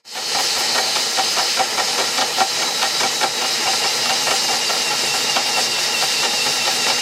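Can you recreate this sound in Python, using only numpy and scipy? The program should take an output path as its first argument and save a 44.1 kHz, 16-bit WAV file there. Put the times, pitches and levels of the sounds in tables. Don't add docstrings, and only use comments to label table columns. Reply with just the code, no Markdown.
import sys
import numpy as np
from scipy import signal
from scipy.fft import rfft, irfft
from scipy.io import wavfile
from scipy.ndimage import uniform_filter1d

SR = 44100
rng = np.random.default_rng(int(sys.argv[2]) if len(sys.argv) > 2 else 0)


def makeup_ratio(level_db):
    decades = np.asarray(level_db, float) / 20
    return 10 ** decades


def dump_mix(stems):
    frames = np.atleast_2d(stems).T
    limited = np.clip(frames, -1, 1)
    pcm = np.round(limited * 32767).astype(np.int16)
    wavfile.write(sys.argv[1], SR, pcm)


N = 309141

# frequency in Hz, width in Hz, peak level in dB.
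SHEET = [(113.5, 5.9, -13.5), (133.4, 12.5, -12.5), (253, 36, -9.5), (300, 19, -19), (360, 21.5, -8),
         (414, 17, -8.5), (503, 22.6, -4), (533, 72, -7), (619, 22, -8.5), (643.4, 19.4, -4),
         (772.7, 17.6, -1.5), (808.7, 22, -1), (844, 53, -1), (978, 55, -6.5), (1106, 96, -11),
         (1230, 68, -9.5), (1358, 46, -5), (1618, 74, -13), (1775, 56, -11), (1877, 30, -6),
         (2244, 143, -8.5), (2300, 118, -7), (2790, 25, -20), (3000, 78, -17.5)]


def seconds():
    return np.arange(N) / SR


def curves(table):
    s, *columns = np.transpose(table)
    return [np.interp(seconds(), s, column) for column in columns]


def unit(x):
    return x / np.sqrt(np.mean(x ** 2))


def colour(x, points):
    hz, db = np.transpose(points)
    log_hz = np.log(np.arange(N // 2 + 1) * SR / N + 1)
    return irfft(rfft(x) * makeup_ratio(np.interp(log_hz, np.log(hz), db)), N)


def band(x, lo_hz, hi_hz):
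    sos = signal.butter(2, [lo_hz, hi_hz], "bandpass", fs=SR, output="sos")
    return signal.sosfilt(sos, x)


def ring(x, modes):
    t = np.arange(SR // 4) / SR
    response = np.zeros(len(t))
    for k, (hz, width_hz, db) in enumerate(modes):
        decay = np.exp(-np.pi * width_hz * t)
        response += (-1) ** k * makeup_ratio(db) * width_hz * decay * np.sin(2 * np.pi * hz * t)
    return signal.fftconvolve(x, response)[:N]


def walk(rate):
    place = seconds() * rate
    k = place.astype(int)
    levels = 1.15 * rng.standard_normal(k[-1] + 2)
    step = (place - k) ** 2 * (3 - 2 * (place - k))
    return levels[k] + step * (levels[k + 1] - levels[k])


def teeth(spread_db, share):
    chance = rng.random((3, N))
    clicks = chance[0] < share
    sign = np.sign(chance[1] - .5)
    size = makeup_ratio(-spread_db * np.log(1 - chance[2]))
    return unit(clicks * sign * size)


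def shaft():
    # time in seconds, saw turns so far, free motor speed in Hz, sag at the bind in Hz.
    cut = [(0, -.85, 273, 4), (.371, 1, 271, 6), (.967, 4, 265.5, 6), (1.155, 5, 263.5, 5),
           (1.763, 8, 266.5, 5), (2.196, 10, 265.5, 6), (2.824, 13, 262, 12), (3.235, 15, 261, 5),
           (3.653, 17, 257, 13), (4.082, 19, 257, 16), (4.494, 21, 255, 9), (4.665, 22, 253.5, 7),
           (5.098, 24, 251.5, 11.5), (5.355, 25, 250, 6.5), (5.563, 26, 250, 7), (5.759, 27, 250.6, 11),
           (7.053, 33, 251, 11)]
    # share of the turn, shallow-cut drag (0-1), deep-cut drag (0-1.15), deep-cut gear slack in dB.
    drag = [
        (0, 1, 1.15, 1),
        (.14, .5, .8, 0),
        (.34, .1, .25, -6),
        (.52, 0, .45, -4),
        (.78, .25, 0, 0),
        (1, 1, 1.15, 1),
    ]
    deep_from_s = [4.5, 4.7]
    turn, free_hz, sag_hz = curves(cut)
    share, *columns = np.transpose(drag)
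    shallow, deep, slack_db = (np.interp(turn % 1, share, column) for column in columns)
    depth = np.interp(seconds(), deep_from_s, [0, 1])
    held_hz = sag_hz * (shallow + depth * (deep - shallow))
    shaft_hz = uniform_filter1d(free_hz - held_hz, size=400)
    fan_fade_db = -.55 * held_hz * (1 - depth)
    return shaft_hz, depth * slack_db, fan_fade_db


def whine():
    # multiple of the shaft speed, then level in dB above the hiss early, midway and deep.
    tones = [(.586, -40, -36, -30), (1, -36, -31, -26), (14, -17, -21, -30), (17, -12, -21, -22),
             (18, -16, -18, -20), (21, -19, -17, -15), (22.52, -18, -22, -14), (24, -18, -20, -24),
             (25, -20, -17, -19), (29, -22, -23, -19), (31, -26, -25, -25)]
    tones_at_s = [1.5, 1.8, 4.2]
    # time in seconds, then the levels of the
    # 15th, 16th and 19th multiples in dB above the hiss.
    lead = [(0, -14, -9, -10), (.9, -11, -9, -13), (1.15, -12, -15, -13), (1.4, -13, -15, -10),
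            (1.65, -14, -15, -10), (2.2, -15, -16, -18), (2.5, -9, -15, -13), (3.35, -8, -14, -14),
            (3.7, -13, -13, -10), (4.7, -13.5, -14, -13), (7.01, -13.5, -14, -15)]
    # shaft speed in Hz, level in dB above the hiss.
    mesh = [(240, -7), (250.5, -9), (254, -13), (257, -23), (260, -24), (264, -19), (270, -17)]
    mesh_ratio = 11.26

    shaft_hz, slack_db, fade_db = shaft()
    turns = np.cumsum(shaft_hz * (1 + .0012 * walk(70))) / SR
    lines = []
    for multiple, *db in tones:
        level_db = np.interp(seconds(), tones_at_s, db)
        lines.append((multiple, makeup_ratio(level_db - 1 + 3 * walk(45))))
    for multiple, db in zip((15, 16, 19), curves(lead)):
        lines.append((multiple, makeup_ratio(db + 1 + fade_db + 2.5 * walk(50))))
    mesh_db = np.interp(shaft_hz, *np.transpose(mesh)) + slack_db
    lines.append((mesh_ratio, makeup_ratio(mesh_db + 1.5 * walk(40) + 3 * walk(140))))

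    out = np.zeros(N)
    for multiple, size in lines:
        phase = 2 * np.pi * multiple * turns + .6 * walk(60)
        out += np.sqrt(2) * size * np.sin(phase)
    return out


def hiss():
    # frequency in Hz, spectral level in dB per Hz.
    air_colour = [(1180, 8), (2000, -4.5), (3050, -2), (3410, -6), (3820, -2), (5120, 2.5), (5870, -4.5),
                  (6400, -5.5), (6860, -4.5), (7810, -7), (11600, -17.5), (13400, -16), (14300, -19.5),
                  (15700, -21)]
    swell = walk(11)
    out = np.zeros(N)
    for hz in 2000 * 2 ** np.arange(0, 3, .5):
        flicker = makeup_ratio(0.5 * swell + 1.35 * walk(25))
        out += flicker * band(rng.standard_normal(N), hz * 0.9, hz * 1.472)
    return unit(colour(out, air_colour))


def casing(x):
    # frequency in Hz, width in Hz, lift in dB.
    shell = [(4160, 130, -0.5), (4720, 130, 1.5), (6330, 180, 5.5)]
    grid_hz = np.arange(N // 2 + 1) * SR / N
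    lift_db = sum(db / (1 + (2 * (grid_hz - hz) / width) ** 2) for hz, width, db in shell)
    return irfft(rfft(x) * makeup_ratio(lift_db), N)


def grind():
    # frequency in Hz, spectral level in dB per Hz.
    scrape_colour = [(35, -57), (60, -24), (494, 22.5), (690, -3.5), (780, -8), (1500, 1), (1880, 17.5),
                     (3410, 0), (4000, 1), (5200, -34), (8800, -120)]
    chips = makeup_ratio(walk(30)) * makeup_ratio(.5 * walk(70)) * teeth(spread_db=2.5, share=.1)
    ringing = unit(ring(chips, SHEET))
    scrape = unit(colour(chips, scrape_colour))
    return unit(ringing + makeup_ratio(-3) * scrape)


def catches():
    # time in seconds, peak level in dB, crack level in dB, gap to the
    # second tooth in seconds, second peak level in dB.
    binds = [(.148, -19.5, -9, 0.02, -18.5), (.345, -9, -14.5, 0.037, -6),
             (0.555, -9, -21, 0.04, -8.5), (.746, -9, -8.5, 0.03, -8.5),
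             (0.952, -18.5, 0.5, 0.023, -24), (1.164, -14.5, -7, 0.0195, -11.5),
             (1.362, -10.5, -10.5, 0.021, -5.5), (1.567, -12, -11.5, 0.021, -5),
             (1.772, -10.5, -5, 0.022, -15.5), (1.977, -11, -7, 0.02, -8.5),
             (2.173, -10.5, -4, 0.034, -10.5), (2.376, -13, -7.5, 0.0235, -7),
             (2.584, -21.5, -0.5, 0.032, -14), (2.813, -15.5, -0.5, 0.024, -17),
             (2.998, -11.5, -4.5, 0.031, -11), (3.206, -10, -7.5, 0.023, -8.5),
             (3.409, -17.5, -2, 0.031, -18),
             (3.65, -14, -21, 0.014, -5.5), (3.836, -7.5, -12, 0.059, -24),
                  (4.049, -21, 1.5, 0.041, -12.5), (4.266, -9, -9, 0.039, -7.5),
                  (4.481, -12, -11.5, 0.0453, -8), (4.688, -12.5, -7, 0.035, -21),
                  (4.905, -15.5, -4, .02, -21), (5.135, -16, -6, 0.018, -36),
                  (5.354, -11, -7.5, 0.0094, -16), (5.564, -10, -15, 0.012, -12),
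                  (5.776, -20, -5, .023, -24), (6.008, -18, -1, 0.013, -26), (6.22, -20.5, 3, 0.018, -15.5),
                  (6.449, -14.5, -9, 0.0097, -16), (6.647, -19.5, -0.5, 0.02, -16.5),
                  (6.877, -17.5, 1.5, 0.019, -15.5)]
    s, peak_db, crack_db, gap, second_db = np.transpose(binds)
    first = (s, peak_db, crack_db)
    second = (s + gap, second_db, crack_db - 4)
    chance = rng.standard_normal((len(s), 2)).T
    graze = (s + 0.096 + 0.014 * chance[0], -27 + 3 * chance[1], np.full(len(s), -4.5))
    return np.hstack([first, second, graze]).T


def bites():
    catch_s, thump_db = 0.014, -31
    push = np.zeros((3, N))
    for s, peak_db, crack_db in catches():
        i = int(s * SR)
        t = seconds()[:min(SR // 8, N - i)] / catch_s
        shape = (1 - np.exp(-t * 3)) * np.exp(-t ** 0.93)
        push[:, i:i + len(t)] += shape * makeup_ratio(peak_db + np.array([[0], [crack_db], [thump_db]]))
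    chips = teeth(spread_db=2.5, share=.07)
    core = band(ring(push[0] * chips, SHEET), 714, 810)
    rest = band(ring(np.sqrt(push[0] * push[1]) * chips, SHEET), 298, 3600)
    body = (makeup_ratio(-1.5) * core + makeup_ratio(3) * rest) / np.std(ring(chips, SHEET))
    crack = band(push[1] * chips, 2250, 5800) / np.std(band(chips, 1770, 3620))
    thump = band(push[2] * (1 + .5 * walk(270)), 59, 250)
    return body + makeup_ratio(-0.5) * crack + makeup_ratio(7) * thump


def jolts():
    # time in seconds, peak level in dB.
    shoves = [
        (0.369, -52),
        (1.382, -58),
        (1.764, -51),
        (1.982, -53),
        (2.376, -54),
        (2.827, -48),
        (3.025, -49),
        (4.291, -50),
        (5.38, -55),
        (6.438, -52),
    ]
    swing_hz, swing_s = 45, 0.019
    push = np.zeros(N)
    for s, peak_db in shoves:
        push[int(s * SR)] = makeup_ratio(peak_db - 1)
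    t = seconds()[:SR // 5]
    envelope = t / swing_s * np.exp(1 - t / swing_s)
    return signal.fftconvolve(push, envelope * np.sin(2 * np.pi * swing_hz * t))[:N]


def scene():
    # time in seconds, motor hiss level in dB, sheet grind level in dB above it.
    load = [(0.0, -67, 0), (0.036, -85, 0), (0.052, -50, -5), (0.08, -40, -8), (0.15, -32, -8.5),
            (0.35, -22.5, -5.5), (1.56, -22, -8.5), (1.68, -26, -4), (1.97, -22, -6), (2.32, -25, -4),
            (2.4, -21, -7), (2.46, -25, -9.5), (2.56, -23, -5), (3.24, -23.5, -5.5), (3.26, -25.5, -4),
            (3.61, -22.5, -5.5), (6.99, -22, -6.5), (7.01, -24, -11)]
    hiss_db, grind_db = curves(load)
    motor = makeup_ratio(-0.06) * casing(makeup_ratio(-0.02) * hiss() + whine())
    steady = makeup_ratio(hiss_db) * (motor + makeup_ratio(grind_db) * grind())
    mid = steady + bites() + makeup_ratio(13) * jolts()
    return np.array([mid, mid])


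def block_grain(mid):
    # frequency in Hz, level in dB.
    side_level = [(30, -17), (200, -12), (600, -15.5), (5000, -14), (9000, -8), (15000, -8)]
    # frequency in Hz, share of narrow bands dropped (0-1).
    holes = [(6000, 0), (10000, .08), (14000, .16), (15500, .6), (15800, .9)]
    block, offset = 1024, 138
    pad = block - offset
    hz, _, cells = signal.stft(np.pad(mid, (pad, 0)), SR, "cosine", 2 * block, block)
    frames = cells.shape[1]
    chance = rng.random((len(hz), frames))

    bin_group = np.arange(len(hz)) // 6 * 6
    frame_pair = np.arange(frames) // 2 * 2
    hole_chance = chance[::-1][bin_group][:, frame_pair]
    kept = hole_chance > np.interp(hz, *np.transpose(holes))[:, None]

    bands = (np.sqrt(hz) / 2.4).astype(int)
    mood = 2.6 * rng.random(frames) - .9
    apart = chance[bands * 8] < mood * (1 - hz[:, None] / 17000) ** .8 * (hz[:, None] < 15000)
    side_gain = makeup_ratio(np.interp(hz, *np.transpose(side_level)))[:, None]
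    size = uniform_filter1d(np.abs(cells), size=5, axis=0) * side_gain
    grain = size * apart * np.exp(2j * np.pi * rng.random(cells.shape))

    def sound(spectrum):
        return signal.istft(spectrum, SR, "cosine", 2 * block, block)[1][pad:pad + N]

    return sound(cells * kept), sound(grain)


def top_cut(x):
    return signal.sosfilt(signal.butter(12, 15840, fs=SR, output="sos"), x)


def record(dry):
    bass_cut = signal.butter(3, 87, "highpass", fs=SR, output="sos")
    thin = signal.sosfilt(bass_cut, dry[0])
    mid, side = block_grain(np.tanh(1.128 * thin) / 1.066)
    return top_cut(np.array([mid + side, mid - side]))


dry = scene()
out = record(dry)
dump_mix(out)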